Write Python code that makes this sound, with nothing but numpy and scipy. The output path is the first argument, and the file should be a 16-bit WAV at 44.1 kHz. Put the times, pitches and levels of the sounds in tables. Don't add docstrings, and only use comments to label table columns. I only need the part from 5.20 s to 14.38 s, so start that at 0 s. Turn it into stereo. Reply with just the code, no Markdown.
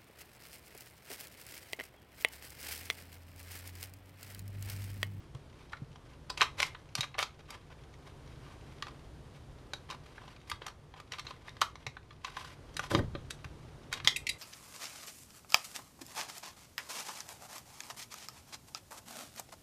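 import sys
import numpy as np
from scipy import signal
from scipy.fft import rfft, irfft
from scipy.io import wavfile
from scipy.ndimage import uniform_filter1d

SR = 44100
rng = np.random.default_rng(int(sys.argv[2]) if len(sys.argv) > 2 else 0)


def master(y):
    cut = np.clip(np.atleast_2d(y).T, -1, 1)
    pcm = np.round(cut * 32767)
    wavfile.write(sys.argv[1], SR, pcm.astype(np.int16))


N = 404838

# (frequency [Hz], width [Hz], gain [dB])
SHELL_MODES = [(420, 94, 1), (616, 640, -5), (860, 270, -7), (1052, 80, 2.5), (1156, 95, 0.5),
               (1546, 140, -1.5), (2137, 280, 2.5), (2570, 650, 1), (3196, 490, 5), (3620, 98, 3),
               (3863, 87, 2), (4180, 230, 1), (4750, 190, 7), (5490, 630, -1.5), (6860, 190, -21),
               (9000, 230, -31)]


def undb(db):
    return 10 ** (np.asarray(db) / 20)


def at_rms(x, db):
    return x * undb(db) / np.sqrt(np.mean(x ** 2))


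def over_hz(table, size):
    hz, value = np.transpose(table)
    return np.interp(np.log(np.fft.rfftfreq(size, 1 / SR) + 1), np.log(hz), value)


def tint(x, table):
    return irfft(rfft(x) * undb(over_hz(table, len(x))), len(x))


def walk(rate_hz):
    hold = int(SR / rate_hz)
    steps = np.repeat(rng.standard_normal(N // hold + 1), hold)
    return 1.3 * uniform_filter1d(uniform_filter1d(steps, hold), hold)[:N]


def add(out, start_s, x):
    i = int(start_s * SR)
    out[i:i + len(x)] += x[:N - i]


def hum():
    # (frequency [Hz], relative density [dB])
    mid_spectrum = [(12, -20), (20, -9), (60, 2.5), (116, -1.5), (150, 2.5), (177, -11), (270, -9),
                    (459, -12), (660, -16.5), (1150, -20), (2530, -29.5), (3070, -28.5), (6010, -35),
                    (13900, -47.5), (16000, -92)]
    side_spectrum = [(12, -61), (20, -58), (38, -25), (74, -13.5), (154, 0), (422, 2.5), (485, -2.5),
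                     (1090, -10.5), (5080, -25.5), (7950, -33.5), (9140, -29.5), (14700, -49), (16000, -66)]
    mid, side, whine = rng.standard_normal((3, N))
    whine = at_rms(tint(whine, [(6760, -60), (9240, 0), (11720, -60)]), db=-84)
    mid = at_rms(tint(mid, mid_spectrum), db=-52) + whine
    return mid * undb(1.95 * walk(1.804)), at_rms(tint(side, side_spectrum), db=-51.5)


def shell(size, grip_db, crack, damping=1, detune=1):
    f = np.fft.rfftfreq(size, 1 / SR)
    hz, width, db = np.transpose(SHELL_MODES)[:, :, None]
    hz = hz * np.reshape(detune, (-1, 1))
    width = width * np.reshape(damping, (-1, 1))
    modes = undb(db + grip_db[:, None]) * 1j * f * width / (hz ** 2 - f ** 2 + 1j * f * width)
    return modes.sum(axis=0) + crack


def scrape():
    # (start [s], end [s], start level [dB], end level [dB], tilt [dB/octave])
    slides = [(0.517, 0.58, -48, -84, -3), (1.169, 1.24, -41, -37, -1), (1.218, 1.266, -33, -63, -3),
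              (1.369, 1.41, -51, -32, -0.5), (1.411, 1.498, -32.5, -57.5, 0.5), (1.77, 1.823, -45, -54, -1),
              (1.811, 1.855, -41, -47.5, -1.5), (1.943, 1.956, -51, -47, -7),
              (1.974, 2.044, -43.5, -35.5, 0.5), (2.04, 2.085, -51, -61, -2),
              (2.19, 2.214, -48.5, -60.5, -3.5), (2.278, 2.364, -60.5, -44, -3), (2.5, 2.532, -54, -51, -5),
              (3.646, 3.698, -74, -59, -3), (4.684, 4.756, -52, -50.5, -4), (4.813, 5.18, -66, -72, -1),
              (5.267, 5.327, -66, -45, 0.5), (5.407, 5.516, -55, -56, -4.5), (5.759, 5.813, -48, -64, -4),
              (5.909, 6.013, -47.5, -58, -2), (6.044, 6.117, -61, -50.5, -2), (6.243, 6.294, -62, -56, -3),
              (7.03, 7.18, -48.5, -61.5, -1.5), (7.141, 7.359, -49, -59.5, -0.3),
              (7.544, 7.683, -71, -43.5, 0), (7.693, 7.807, -43.5, -54, 1), (8.102, 8.113, -45, -72, 3),
              (8.711, 8.792, -49, -49, -2.5), (8.838, 8.89, -54, -43, 0)]
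    # (frequency [Hz], gain [dB])
    friction_tone = [(200, -25), (500, -4), (1200, 2.5), (3500, -4.5), (7000, -9), (12000, -10.5),
                     (16000, -31)]
    grains = rng.standard_normal(N) * undb(1.5 * rng.exponential(size=N) + 3 * walk(150))
    body = shell(N, np.zeros(len(SHELL_MODES)), crack=0.75)
    grit = at_rms(tint(irfft(rfft(grains) * body, N), friction_tone), db=0)
    finger_db = -68 + 4.7 * walk(22) + 2.8 * walk(3.33)
    out = tint(grit, [(1500, -2), (6000, -7)]) * undb(finger_db)
    for start_s, end_s, start_db, end_db, tilt in slides:
        first = int(start_s * SR)
        last = int(end_s * SR) // 64 * 64 + first % 64
        slide = tint(grit[first:last], [(250, -3 * tilt), (16000, 3 * tilt)])
        fade = signal.windows.tukey(len(slide), .3)
        add(out, start_s, slide * fade * undb(np.linspace(start_db, end_db, len(slide))))
    return out


def ticks(per_s=16, body_db=-3, treble_db_per_oct=-6):
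    when, softness, piece = rng.random((int(per_s * N / SR), 3)).T
    crack_db = -63 - 3 * np.log(softness + .04)
    ring_hz = np.array(SHELL_MODES)[(3 + 8 * piece).astype(int), 0]
    return snaps([(time_s, db, body_db, 0, treble_db_per_oct, hz)
                  for time_s, db, hz in zip(when * N / SR, crack_db, ring_hz)])


def table_thumps():
    # (time [s], peak [dB], contact [ms])
    blows = [(0.147, -35, 10), (0.619, -32.5, 5.8), (0.707, -43.5, 7.5), (1.787, -32, 5.8),
             (5.33, -40.5, 16), (6.669, -38, 9.9), (7.595, -44.5, 8.7), (7.713, -32, 1.6),
             (7.748, -17, 2.8), (7.775, -24.5, 7), (7.792, -25.5, 3.1), (7.951, -28, 2), (8.25, -40, 9.9),
             (8.848, -38.5, 5.1)]
    # (frequency [Hz], gain [dB], T60 [s])
    top_modes = [(128, -1.5, 0.085), (145, -4, 0.079), (205, -4, 0.018), (305, -12, 0.041), (336, -5, 0.02),
                 (550, -17.5, 0.11)]
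    out, t = np.zeros(N), np.arange(SR // 4) / SR
    top = sum(undb(db) * np.sin(2 * np.pi * hz * t) * 1000. ** (-t / t60) for hz, db, t60 in top_modes)
    for time_s, peak_db, contact_ms in blows:
        force = np.sin(np.pi * np.clip(t[:1024] * 1000 / contact_ms, 0, 1)) ** 2
        acceleration = np.diff(signal.fftconvolve(top, force), 2)
        add(out, time_s, acceleration * undb(peak_db) / np.abs(acceleration).max())
    return out


def chatter(t, crack_db, loose, chance):
    age = t * 1000 / (2.88 + loose)
    hits = chance[0] * (np.abs(chance[1]) > 1.2) * np.exp(-age) * (1 - np.exp(-age / 0.71))
    hits[int(.0012 * SR):][:2] += 0.35 + undb(crack_db + 14)
    return hits


def struck_shell(size, ring_hz, loose, chance, held_width_hz=300, free_width_hz=55):
    mode_hz, mode_width_hz = np.transpose(SHELL_MODES)[:2]
    count = len(SHELL_MODES)
    struck = np.exp(-(np.log(mode_hz / ring_hz) / 0.077) ** 2)
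    grip_db = (10 + 13 * loose) * struck + 3 * chance[:count] + 6 * loose
    detune = np.exp(0.037 * chance[-count:] * (1 - struck))
    detune *= (ring_hz / mode_hz) ** struck ** 3
    ring_width_hz = held_width_hz + (free_width_hz - held_width_hz) * loose
    damping = np.minimum(ring_width_hz / mode_width_hz, 1.5) ** struck
    return shell(size, grip_db, crack=0.31, damping=damping, detune=detune)


def snaps(rows, size=2048, lead=128, loose_body_db=-34):
    edges_hz = [200, 300, 1720, 1980, 2600, 2900, 4200, 4600, 6500, 8000, 11000, 16000]
    # (frequency [Hz], gain [dB])
    body_skirt = [(300, -23), (450, -11), (750, -3.5), (980, -4.5), (1250, -0.5), (1600, -2.5)]
    out, t = np.zeros(N), np.arange(size) / SR
    bands = np.array([over_hz(list(zip(edges_hz[k:k + 4], (0, 1, 1, 0))), size)
                      for k in range(0, 10, 2)])
    bands[0] *= undb(over_hz(body_skirt, size))
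    body_octaves = over_hz([(275, -2), (2200, 1)], size)
    treble_octaves = np.array([0.63, 2.58])
    for time_s, crack_db, body_db, body_tilt, treble_tilt, ring_hz in rows:
        loose = np.clip(body_db / loose_body_db, 0, 1) ** 2
        chance = rng.standard_normal((3, size))
        hits = np.roll(chatter(t, crack_db, loose, chance), lead)
        response = struck_shell(size, ring_hz, loose, chance[2])
        shares = np.vstack([bands[0] * undb(body_tilt * body_octaves), bands[1:]])
        parts = irfft(rfft(hits) * response * shares, size)
        rim_db = -8 + 13 * loose ** 2 + 11.5 * np.exp(-(np.log2(ring_hz / 1750) / 0.65) ** 2)
        band_db = np.array([body_db, rim_db, 0, *(treble_tilt * treble_octaves)])
        band_db[3:] += 4.5 * (1 - loose) * bands[3:, int(ring_hz * size / SR)]
        gains = undb(crack_db + band_db) / np.abs(parts).max(axis=1)
        add(out, max(time_s - lead / SR, 0), gains @ parts)
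    return out


def forearm_drag():
    # (time [s], low band level [dB], upper band re low [dB])
    course = [(7.69, -68, -10), (7.715, -32.5, 4.5), (7.75, -38.5, 4.5), (7.785, -37, 6), (7.83, -31, -8),
              (7.87, -38.5, -21), (7.93, -43.5, -26), (8.05, -52.5, -43)]
    time_s, low_db, upper_db = np.transpose(course)
    t = np.arange(N) / SR
    judder = rng.standard_normal((2, N)) * undb(3 * walk(60))
    low = tint(judder[0], [(25, 3), (60, 3), (100, 10.5), (150, 3.5), (250, -6), (400, -61)])
    upper = tint(judder[1], [(150, -1.5), (300, 9.5), (550, 5.5), (900, -10), (2500, -58)])
    rub = at_rms(low, db=0) + at_rms(upper, np.interp(t, time_s, upper_db))
    touch = uniform_filter1d(1. * (t > time_s[0]) * (t < time_s[-1]), size=600)
    return touch * undb(np.interp(t, time_s, low_db)) * rub


def room(size=24000, onset_s=0.0004):
    # (frequency [Hz], T60 [s])
    decay = [(200, 0.15), (1000, 0.22), (4000, 0.2), (12000, 0.19)]
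    decay_hz, decay_s = np.transpose(decay)
    t, out = np.arange(size) / SR, 0
    for hz in 125 * 2. ** np.arange(8):
        t60_s = np.interp(np.log(hz), np.log(decay_hz), decay_s)
        octave = [(hz / 2, -40), (hz * 2 ** -.5, -3), (hz, 0), (hz * 2 ** .5, -3), (hz * 2, -40)]
        out = out + tint(rng.standard_normal(size), octave) * 1000. ** (-t / t60_s)
    out = out * (1 - np.exp(-t / onset_s))
    return out / np.sqrt(np.sum(out ** 2))


def scene():
    # (time [s], crack peak [dB], body re crack [dB],
    # body tilt [dB/octave], treble tilt [dB/octave], ring [Hz])
    piece_snaps = [(0.1481, -50.5, 5, -5, -2.5, 1050), (0.5313, -42, 11, 3.5, -15, 1540),
                   (0.7577, -50, 7.5, -7, -8, 1050), (1.0965, -43, 0, 0, -4, 2580),
                   (1.0998, -33, 1.5, -2.5, -2, 4670), (1.175, -30.5, -11, -6, -5.5, 2630),
                   (1.209, -20.5, 3, 13, -24, 1640), (1.2145, -16, -3, -2, -4, 2530),
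                   (1.2168, -21.5, 11, 6, -27, 1130), (1.2222, -19, -11, 1, -22, 2550),
                   (1.2268, -34.5, 1, 5, -1, 5460), (1.3985, -31, -8, 4, -10, 3600),
                   (1.4014, -22.5, -1.5, -3, -2.5, 2050), (1.4283, -19, -3, -1, -4.5, 2170),
                   (1.548, -44, 7, 8, -34, 1290), (1.7519, -25, -5.5, -7, -0.5, 4700),
                   (1.7823, -40, -2, -2, -16, 2730), (1.8069, -21.5, -12.5, -3, -4, 3830),
                   (1.831, -32.5, -1, -1, -14, 1570), (1.8401, -38.5, 7.5, 4, -14, 1166),
                   (1.942, -42.5, -3, 5, -25, 2080), (1.9528, -54.5, 15, 5, -14, 1070),
                   (1.983, -28.5, 2, -3, -13, 617), (1.9892, -24.5, -2, 0, -4, 2150),
                   (1.9953, -30.5, 8, -1, -16, 1080), (2.0268, -24, 2, -4, -6, 1150),
                   (2.3044, -40.5, -2, 4, -0.5, 1050), (3.264, -60, 14, 2, -8, 1100),
                   (3.301, -61, 9, 0, -3, 1120), (3.6232, -28.5, -3, 3, -6, 3790),
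                   (3.626, -41, 8.5, 2, -12, 1130), (3.6678, -42.5, 7.5, -3, -9, 1150),
                   (3.6814, -46.5, 6.5, -4, -5, 1190), (4.5342, -30.5, 2, -1.5, -3.5, 3780),
                   (4.7005, -38.5, 3, -7, -4.5, 1050), (4.7092, -36, -5, -1, -4, 3820),
                   (4.9798, -52.5, 14, 6, -24, 1500), (5.0134, -59.5, 16, -7, -16, 1000),
                   (5.038, -58, 14, -5, -14, 625), (5.0776, -46.5, 4.5, -7, -14, 618),
                   (5.162, -51, -4, -4, -10, 2400), (5.2977, -38, -5, -4, 0.5, 2100),
                   (5.3148, -30.5, 4.5, 0, -5.5, 1160), (5.4186, -40.5, 7.5, -5, -42, 630),
                   (5.465, -34.5, 0.5, 3, -2.5, 660), (5.4804, -43.5, 7, 6, -3, 1190),
                   (5.7387, -46, 4.5, -3, -22, 1020), (5.8, -46, 6, 1, -3, 1200),
                   (5.9197, -33.5, -6, 9, -4.5, 2570), (5.9353, -34, -5, 7, -12, 1070),
                   (5.9842, -40, 4, 1, -4, 1160), (5.994, -34, -2.5, 5, -2.5, 1100),
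                   (6.0666, -35, -5, -6, -12, 3760), (6.107, -41.5, 6, -3, -6, 1140),
                   (6.2813, -46, 9, 3, -19, 2100), (6.2915, -44.5, -12, 0, -5, 3550),
                   (6.367, -47, 4.5, 3, -7, 1190), (6.4086, -42.5, -1, 0, -2, 1140),
                   (6.4147, -20.5, -6, -2, -2, 3080), (6.4172, -27, 13, 3, -2.5, 1160),
                   (6.42, -37, 12.5, -3, -8, 1060), (6.4222, -31.5, -25, 4, -9, 4600),
                   (6.431, -42, -26, 0, -13, 3900), (6.555, -43.5, 3.5, -4, -7, 1270),
                   (6.6653, -33, 0, -3, -5.5, 1980), (6.7675, -45, 10, 7, -28, 1190),
                   (6.9069, -48, 3, 12, -20, 1100), (7.0459, -31, 0.5, 0, -6.5, 1130),
                   (7.081, -52.5, 16, 1, -15, 1480), (7.1665, -36.5, 7.5, 4, -10, 1040),
                   (7.209, -49, 12, 5, -11, 1310), (7.2464, -47.5, 10, 3, -2, 970),
                   (7.315, -56, 2, 10, -8, 2020), (7.541, -53.5, -10, 8, -2.5, 5600),
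                   (7.5672, -29, -5.5, 16, -1.5, 4130), (7.5934, -34, 11.5, -0.5, -2.5, 1510),
                   (7.6379, -40.5, 5.5, -2, -5, 1380), (7.7082, -40, 9, 4, -13, 1110),
                   (7.7132, -36.5, 11, 10, -0.5, 980), (7.7483, -21, 3, 1, -8.5, 3030),
                   (7.7884, -50, 20.5, 20, 1.5, 1700), (7.95, -38.5, 1.5, 7, -27, 1170),
                   (8.1063, -32, -4.5, 28, -1, 3590), (8.2438, -43.5, 5.5, -3, -4.5, 1550),
                   (8.7267, -30.5, 3, 12, 0, 1450), (8.7364, -28.5, -15, 6, -4, 3640),
                   (8.7998, -40, 2.5, 9, -17, 1540), (8.8468, -29.5, -4, 25, -3.5, 4070),
                   (8.8733, -10, -8.5, -3, -5, 3470), (8.8739, -7, -18, 17, -4.5, 3400),
                   (8.8764, -23, -19, -4, -2.5, 3470), (8.8816, -26, -12, -4, -11, 3580),
                   (8.9605, -30.5, -42, 0, -7, 3800), (8.963, -45, -39, 0, 7, 6700),
                   (8.965, -37.5, -42, 0, -4, 4870), (9.0675, -29.5, -43, 0, -2, 4250),
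                   (9.0899, -29, -29, 6, -1.5, 3990), (9.0925, -30, -35, 10, 1, 4800)]
    # (frequency [Hz], gain [dB])
    side_tone = [(60, -42), (200, -10), (500, -18), (1300, -27), (2400, -31), (4400, -18), (8000, -11),
                 (15000, -6)]
    side_bass = [(40, -30), (110, -9.5), (300, -7), (700, -32)]
    table_echo_s, table_echo_db, room_db = .003, -39, -9.5
    puzzle = snaps(piece_snaps) + ticks() + scrape()
    table_echo = undb(table_echo_db) * np.roll(puzzle, int(table_echo_s * SR))
    near = puzzle + table_echo + table_thumps() + forearm_drag()
    room_mid, room_side = [signal.fftconvolve(near, room())[:N] for _ in range(2)]
    hum_mid, hum_side = hum()
    mid = near + undb(room_db) * room_mid + hum_mid
    side = tint(1.13 * np.roll(near, shift=20) + 0.88 * room_side, side_tone)
    side = side + tint(room_side, side_bass) + hum_side
    return np.array([mid + side, mid - side])


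def record(dry):
    # (frequency [Hz], gain [dB])
    mic_response = [(11000, -0.5), (13500, -2), (16000, -2)]
    ceiling, cutoff_hz = .9, 16300
    heard = np.array([tint(channel, mic_response) for channel in dry])
    heard = ceiling * np.tanh(heard / ceiling)
    return signal.sosfilt(signal.ellip(10, .2, 80, cutoff_hz, fs=SR, output="sos"), heard)


dry = scene()
out = record(dry)
master(out)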